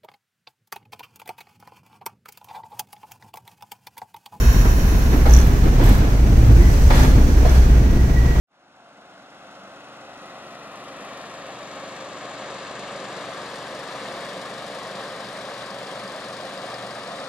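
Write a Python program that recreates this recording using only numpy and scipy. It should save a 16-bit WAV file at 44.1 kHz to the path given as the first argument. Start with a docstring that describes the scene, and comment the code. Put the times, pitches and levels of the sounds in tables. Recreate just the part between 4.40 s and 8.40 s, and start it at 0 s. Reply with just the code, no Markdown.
"""A subway train rolls along an elevated platform, an arm's length from a pair of microphones.
Underfoot the steel deck rumbles and booms; close in, rough wheels roar and hiss on the rail.
Four axles clack over a rail joint, each followed by a clatter of loose gear that rings under the roof.
A singing wheel recedes, flanges chirp, steel ticks, and a faint squeal comes up near the end."""
import sys
import numpy as np
from scipy import signal
from scipy.fft import rfft, irfft
from scipy.io import wavfile
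from scipy.ndimage import uniform_filter1d, minimum_filter1d, map_coordinates

SR = 44100
rng = np.random.default_rng(int(sys.argv[2]) if len(sys.argv) > 2 else 0)


def materialize(psi):
    """Save the field psi as 16-bit PCM at rate SR to the path in sys.argv[1].

    A 1-D psi becomes a single channel; in a 2-D psi each row is a channel.
    """
    bounded = np.clip(np.atleast_2d(psi).T, -1, 1)
    quanta = np.round(bounded * 32767).astype(np.int16)
    wavfile.write(sys.argv[1], SR, quanta)


N = 176400
T, HZ = np.arange(N) / SR, np.fft.rfftfreq(N, 1 / SR)

# likeness of the two microphones (frequency [Hz], correlation [-1..1])
MIC_LIKENESS = [(40, .995), (65, .992), (130, 0.965), (280, 0.85), (400, 0.72), (550, 0.6), (800, 0.22),
                (1050, -0.14), (1600, -0.42), (2300, 0.16), (3200, -0.1), (6000, 0)]
# lean across the pair (frequency [Hz], left minus right [dB])
MIC_BALANCE = [(50, -0.5), (280, 0), (600, -1.5), (1100, -1.5), (1700, -5), (2600, 0.5), (4000, 1.7),
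               (6000, -2), (8500, 4.5), (15000, 3)]

# Spectra give shape only; all are (frequency [Hz], relative level [dB]).
RUMBLE_SPECTRUM = [(18, -7.5), (26, -4), (36, -0.5), (53, -1), (66, -5.5), (80, -8.5), (98, -12.5),
                   (120, -11), (156, -11), (220, -16)]  # deck and cars, ahead of a low-pass
BODY_SPECTRUM = [(60, -8.5), (90, -4), (119, 1.8), (162, -4.5), (205, -5.5), (255, -7), (320, -12),
                 (400, -19), (600, -32.5)]  # low body of the rolling wheels
ROAR_SPECTRUM = [(240, -14), (380, -1.5), (450, -1), (540, -5.5), (680, -5), (860, -8), (1050, -10),
                 (1300, -12), (1610, -11), (1950, -14.5), (2500, -17), (3200, -20.5), (4200, -25),
                 (5000, -29.5)]  # their midrange roar
FIZZ_SPECTRUM = [(8000, -21), (10000, -7), (10600, -4), (12500, 2.5), (14000, -1), (15700, 2.5)]  # overtones of the singing wheel
FAR_CLACK_SPECTRUM = [(250, -1), (500, -4), (1000, -5), (1700, -12), (3000, -22)]  # joints farther down the track
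BUMP_SPECTRUM = [(120, -17), (270, 6), (450, -6.5), (800, -16.5), (1600, -19.5), (4000, -32)]  # running gear
TICK_SPECTRUM = [(5000, -23), (7700, 7), (9500, -14), (12500, 7), (14200, 3), (16000, 3)]  # thin ticks of steel
CRACK_SPECTRUM = [(200, 12), (500, 1.5), (900, 11.5), (1100, 5), (1700, 1.5), (2250, 1.5), (2700, -11.5),
                  (4200, -6.5), (6000, -15), (10000, -27), (16000, -21)]  # wheel hitting the near joint
CLATTER_SPECTRUM = [(150, 5), (280, 7), (480, -0.5), (800, 0.5), (1200, -4), (1900, -6.5), (2700, -13),
                    (4200, -16), (7000, -41), (16000, -44)]  # loose gear shaking
SCRAPE_SPECTRUM = [(2000, 1), (3800, 3), (5000, 5), (6200, 3.5), (7500, 0.5), (9000, -3), (12000, 0),
                   (16000, -9)]  # loose gear scraping
CHIRP_SPECTRUM = [(4900, -35), (5350, -16), (5650, 0.5), (6000, 2.5), (6480, -1), (6850, -12), (8000, -22),
                  (10000, -39), (12300, -16), (16000, -29)]  # flange chirps

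# Swells and fades heard from the platform; all are (time [s], level [dB]).
RUMBLE_LEVEL = [(0, -18), (.5, -14.5), (.9, -15.5), (1.1, -13), (1.45, -14), (1.7, -16), (2.1, -12.5),
                (2.8, -13), (3.3, -14.5), (3.65, -17), (4, -19.5)]
BOOM_LEVEL = [(0, -26), (.3, -28), (.6, -23.5), (.93, -16), (1.15, -43), (1.8, -22.5), (2.1, -13),
              (2.7, -17.5), (3.2, -13.5), (3.55, -21.5), (4, -17)]
BODY_LEVEL = [(0, -21), (.4, -22), (.9, -21.5), (1.1, -22.5), (1.5, -18.5), (1.78, -23), (2, -19.5),
              (2.35, -21), (2.7, -18.5), (3.15, -23.5), (3.4, -18.5), (4, -24)]
ROAR_LEVEL = [(0, -32.5), (.27, -32.5), (.55, -30.5), (.8, -30), (1.2, -30.5), (1.55, -28), (1.8, -31),
              (2.3, -29), (2.8, -29.5), (3.3, -29.5), (3.7, -32), (4, -29)]
FIZZ_LEVEL = [(0, -37), (.5, -41), (1, -42), (1.25, -50), (1.8, -65), (4, -70)]
SQUEAL_LEVEL = [(3.25, -62), (3.4, -46.5), (3.55, -42), (3.66, -46), (3.745, -44), (3.775, -33.5),
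                (3.82, -39.5), (3.87, -40.5), (3.91, -36.5), (3.95, -40), (4, -38)]

# Single strikes along the train; all are (time [s], level [dB]).
FAR_CLACKS = [(.245, -23.5), (.73, -30)]
BUMPS = [(.51, -24.5), (.725, -16.5), (1.25, -16), (1.405, -19.5), (1.63, -20.5), (2.09, -18.5),
         (2.77, -17)]
TICKS = [(.765, -35), (.97, -36), (1.068, -31.5), (1.4387, -29), (1.4592, -29), (1.4895, -28),
         (1.5245, -33), (1.548, -36), (1.579, -34), (2.12, -37), (2.555, -32), (2.593, -36), (2.632, -36)]
CHIRPS = [(.895, -27), (.907, -24.5), (.928, -25), (.9362, -16), (.948, -20.5), (.9641, -19.5), (.971, -27),
          (.988, -24.5), (.9991, -25), (1.014, -25.5), (2.5957, -29), (2.632, -24.5), (3.094, -30)]

# heaves of the deck (time [s], level [dB], pitch [Hz], half length [s])
HEAVES = [(0.084, -7, 55, 0.028), (0.188, -5, 46, 0.023), (0.279, -10, 38, 0.025), (.905, -8, 55, .02),
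          (0.962, -9, 58, 0.034), (1.481, -8.5, 44, 0.043), (2.096, -14.5, 105, 0.054),
          (2.48, -4, 55, 0.01)]
# hiss of steel on steel (frequency [Hz], left relative level [dB], right relative level [dB])
HISS_SPECTRUM = [(2500, -17, -33), (4200, -3.5, 0), (5260, 1, -2), (6000, -2, 5.5), (6460, 2, -1),
                 (7340, -5, -4.5), (7870, -1.5, -9.5), (8740, -8, -10.5), (10100, -9.5, -9),
                 (12100, -4, -9), (14300, -8, -8.5), (17300, -0.5, -5.5)]
# its swell at each microphone (time [s], left level [dB], right level [dB])
HISS_LEVEL = [(0, -37.5, -36), (.9, -40.5, -38.5), (1.25, -40, -39), (1.55, -39, -39), (1.85, -40.5, -40),
              (2.45, -34.5, -35.5), (2.75, -39, -36.5), (3.1, -40, -34.5), (3.45, -42, -40),
              (4, -41.5, -39)]
# modes of the singing wheel (starting pitch [Hz], half width [Hz], relative level [dB])
SINGING_MODES = [(1030, 120, -1), (1590, 230, 4), (2080, 250, -12), (2610, 120, -5.5), (3080, 49, -8),
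                 (3740, 70, -8.5), (4250, 90, -8), (5580, 120, -3.5), (6200, 46, -12), (6690, 120, -4),
                 (10600, 130, -10), (12700, 300, -9)]
# axles over the near joint (time [s], knock [dB], knock pitch [Hz], knock t60 [s], crack [dB],
# clatter [dB], clatter length [s], scrape [dB], scrape rise [s], wheel ring [dB])
CLACKS = [(0.855, -24.5, 780, .27, -23, -28.5, 0.15, -38, 0.063, -37.5),
          (1.394, -24.5, 885, 0.16, -29.5, -26, 0.13, -37.5, 0.06, -38.5),
          (2.5014, -24, 800, 0.11, -18, -22.5, .14, -33.5, 0.059, -33),
          (3.049, -19.5, 684, 0.11, -27.5, -31.5, 0.11, -40, 0.073, -38)]
# modes of a struck wheel (pitch [Hz], relative level [dB])
STRUCK_MODES = [(1160, 2), (1345, 6), (1670, 8), (2240, -7), (2850, -3), (3430, 3), (4220, 0.5), (4950, -5)]
# passing resonances of cars and deck, and a motor's whine (time [s], level [dB], pitch [Hz], half length [s])
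DRONES = [(1.497, -27, 109.5, 0.2), (2.146, -22.5, 114.5, 0.38), (2.195, -30.5, 338, 0.17),
          (3.707, -25.5, 115, 0.34)]
# the squealing wheel mode (time [s], pitch [Hz])
SQUEAL_PITCH = [(3.4, 1926), (4, 1926)]

ATTACK_S = 0.0015


def amp(db):
    """Decibels to gain."""
    return 10 ** (np.asarray(db) / 20)


def unit(x):
    """Scales to rms 1."""
    return x / np.sqrt(np.mean(abs(x) ** 2) + 1e-20)


def over_hz(points, column=1):
    """Reads a table along log frequency."""
    table = np.array(points)
    return np.interp(np.log(HZ + 1), np.log(table[:, 0] + 1), table[:, column])


def level(points, column=1):
    """Reads a dB curve as gain over time."""
    table = np.array(points)
    return amp(np.interp(T, table[:, 0], table[:, column]))


def colour(points, column=1):
    """Gain of a spectrum table, falling steeply past its ends."""
    above = 1 + (HZ / points[-1][0] / 1.15) ** 12
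    below = 1 + (points[0][0] / 1.15 / (HZ + 1)) ** 12
    return amp(over_hz(points, column)) / np.sqrt(above * below)


def peak(hz, half_width_hz):
    """Gain of one resonance."""
    return 1 / (1 + ((HZ - hz) / half_width_hz) ** 2)


def wobble(rate_hz):
    """Smooth random motion of rms 1."""
    return unit(irfft(rfft(rng.standard_normal(N)) / (1 + (HZ / rate_hz) ** 4), N))


def pan(db):
    """Gains for the two microphones; positive leans left."""
    return amp(np.array([[db], [-db]]) / 2)


def mic_noise(gain, tilt=True):
    """Coloured noise at the pair: alike in the bass, unrelated in the treble; tilt adds MIC_BALANCE."""
    mid, side = rfft(rng.standard_normal((2, N)))
    likeness = np.clip(over_hz(MIC_LIKENESS), -1, 1 - 1e-4)
    mid, side = mid * np.sqrt(1 + likeness), side * np.sqrt(1 - likeness)
    lean = amp(over_hz(MIC_BALANCE) / 2) if tilt else 1
    return unit(irfft(np.array([(mid + side) * lean, (mid - side) / lean]) * gain, N))


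def steadied(x, share):
    """Evens out the swells of a noise, as in a steadily driven vibration."""
    power = uniform_filter1d((abs(signal.hilbert(x)) ** 2).mean(0), size=1500)
    return unit(x / (abs(power) + 1e-6) ** (share / 2))


def blow(start, rise_s, t60, hold_s=0):
    """Envelope: rise, hold, exponential release."""
    age = T - start
    return np.clip(age / rise_s, 0, 1) * amp(-60 * np.maximum(age - hold_s, 0) / t60)


def swell(centre_s, half_s):
    """Bell-shaped envelope."""
    return np.exp(-((T - centre_s) / half_s) ** 2)


def tone(hz, wander_hz, rate_hz):
    """A sustained vibration whose pitch wanders."""
    return unit(np.sin(2 * np.pi * np.cumsum(hz + wander_hz * wobble(rate_hz)) / SR))


def strikes(rows, spectrum, rise_s, t60):
    """Short excitations of one dense set of resonances."""
    power = sum((amp(db) * blow(s, rise_s, t60)) ** 2 for s, db in rows)
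    return mic_noise(colour(spectrum), tilt=False) * np.sqrt(power)


def deck():
    """The deck underfoot rumbles, booms at its own resonance and heaves under the weight of the cars."""
    low_pass = 1 / (1 + (HZ / 95) ** 6)
    rumble = steadied(mic_noise(colour(RUMBLE_SPECTRUM) * low_pass), share=0.59)
    boom = tone(hz=60.5, wander_hz=1.87, rate_hz=4.27)
    heaves = sum(amp(db) * swell(s, half_s) * tone(hz, wander_hz=2.33, rate_hz=11.7)
                 for s, db, hz, half_s in HEAVES)
    return rumble * level(RUMBLE_LEVEL) * amp(0.5) + boom * level(BOOM_LEVEL) + heaves


def rolling():
    """Rough wheels on rough rail, close by: body, roar and hiss, fluttering together."""
    flutter = wobble(rate_hz=42)
    body = mic_noise(colour(BODY_SPECTRUM)) * level(BODY_LEVEL) * amp(1.54 * flutter)
    roar = mic_noise(colour(ROAR_SPECTRUM)) * level(ROAR_LEVEL) * amp(0.86 * flutter)
    hiss = mic_noise(np.array([colour(HISS_SPECTRUM, mic) for mic in (1, 2)]), tilt=False)
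    hiss *= np.array([level(HISS_LEVEL, mic) for mic in (1, 2)])
    return body + roar + hiss * amp(0.5 * flutter + 0.4 * wobble(rate_hz=300))


def singing_wheel():
    """A rubbing wheel rings in its modes, one briefly a tone, fading and sagging as it rolls away."""
    fade_db_per_s, pitch_sag_per_s = 11, 0.028
    modes = sum(amp(db) * peak(hz, width) / np.sqrt(width) for hz, width, db in SINGING_MODES)
    ring = mic_noise(modes, tilt=False)
    ring += amp(-13) * tone(hz=5690, wander_hz=32, rate_hz=44) * blow(0, ATTACK_S, t60=2.5, hold_s=0.33)
    emitted_at = (T - pitch_sag_per_s * T ** 2 / 2) * SR  # read ever slower, so the pitch falls
    receding = np.array([map_coordinates(side, [emitted_at], order=4) for side in ring])
    receding *= amp(-30 - fade_db_per_s * T + wobble(rate_hz=14))
    fizz = mic_noise(colour(FIZZ_SPECTRUM), tilt=False) * level(FIZZ_LEVEL)
    fizz *= amp(0.8 * wobble(rate_hz=60))
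    return receding * pan(db=-2.5) + fizz * pan(db=-2)


def far_clacks():
    """Axles strike joints farther down the track."""
    return strikes(FAR_CLACKS, FAR_CLACK_SPECTRUM, rise_s=0.0068, t60=0.41)


def canopy(direct):
    """Adds the reflections between the cars, the platform and its roof."""
    tail = rng.standard_normal((2, N)) * blow(start=0.014, rise_s=0.0079, t60=0.56)
    reflections = signal.fftconvolve(direct, tail / np.linalg.norm(tail[0]), axes=1)[:, :N]
    return direct + amp(-13.5) * reflections


def bumps():
    """The running gear bumps dully."""
    return strikes(BUMPS, BUMP_SPECTRUM, rise_s=0.0092, t60=0.25)


def ticks():
    """Steel ticks thinly, toward the left microphone."""
    return strikes(TICKS, TICK_SPECTRUM, rise_s=0.001, t60=0.055) * pan(db=6)


def clacks():
    """Each axle knocks and cracks on the joint and rings its wheel; loose gear clatters and scrapes."""
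    crack = mic_noise(colour(CRACK_SPECTRUM))
    ring = mic_noise(sum(amp(db) * peak(hz, half_width_hz=45) for hz, db in STRUCK_MODES), tilt=False)
    clatter = mic_noise(colour(CLATTER_SPECTRUM)) * amp(1.1 * wobble(rate_hz=32))
    scrape = mic_noise(colour(SCRAPE_SPECTRUM)) * amp(0.6 * wobble(rate_hz=140))
    rail_mode = amp(-0.5) * peak(hz=502, half_width_hz=88)
    out = np.zeros((2, N))
    for (s, knock_db, knock_hz, knock_t60, crack_db,
         clatter_db, clatter_s, scrape_db, scrape_rise_s, ring_db) in CLACKS:
        knock = steadied(mic_noise(peak(knock_hz, half_width_hz=55) + rail_mode), share=1)
        out += knock * amp(knock_db) * blow(s, ATTACK_S, knock_t60, hold_s=0.012)
        out += crack * amp(crack_db) * blow(s, ATTACK_S, t60=0.19, hold_s=0.0083)
        out += ring * amp(ring_db) * blow(s, rise_s=0.014, t60=0.65, hold_s=clatter_s)
        out += clatter * amp(clatter_db) * blow(s, rise_s=0.04, t60=0.41, hold_s=clatter_s)
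        out += scrape * amp(scrape_db) * blow(s, scrape_rise_s, t60=0.41, hold_s=clatter_s)
    return out


def chirps():
    """Flanges chirp on the rail, toward the right microphone."""
    return strikes(CHIRPS, CHIRP_SPECTRUM, rise_s=0.00088, t60=0.028) * pan(db=-5)


def drones():
    """Low resonances of the cars and deck, and the whine of a motor, swell up and die away as the cars pass."""
    return sum(mic_noise(peak(hz, half_width_hz=0.069 * hz) ** 2) * amp(db) * swell(s, half_s)
               for s, db, hz, half_s in DRONES)


def flange_rub():
    """A flange grazes the rail in uneven slips, without settling into a tone."""
    graze = mic_noise(peak(hz=2010, half_width_hz=140) ** 2)
    slips = amp(-35 + 3.2 * wobble(rate_hz=70))
    return graze * slips * swell(centre_s=2.265, half_s=0.055)


def squeal():
    """One wheel mode catches and squeals unsteadily, a little to the right."""
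    hz = np.interp(T, *np.transpose(SQUEAL_PITCH))
    direct = tone(hz, wander_hz=12.5, rate_hz=59)
    scattered = np.array([tone(hz, wander_hz=25, rate_hz=50.3) * wobble(rate_hz=25) for mic in "LR"])
    return unit(direct + 1.1 * scattered) * level(SQUEAL_LEVEL) * pan(db=-3)


def scene():
    """The train from the platform: rolling and wheel cries arrive direct, the blows with reflections."""
    blows = chirps() + ticks() + bumps() + far_clacks()
    sustained = deck() + drones() + rolling() + singing_wheel() + flange_rub() + squeal()
    return sustained + canopy(blows + clacks())


def record(dry):
    """The microphone pair feeds a limiter that holds peaks to full scale, then a low-pass."""
    safe_gain = minimum_filter1d(1 / np.maximum(abs(dry).max(0), 1), size=601)
    limited = dry * uniform_filter1d(safe_gain, size=601)
    low_pass = signal.firwin(511, cutoff=15800, window=("kaiser", 9), fs=SR)
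    return signal.oaconvolve(limited, low_pass[None], "same")


dry = scene()
out = record(dry)
materialize(out)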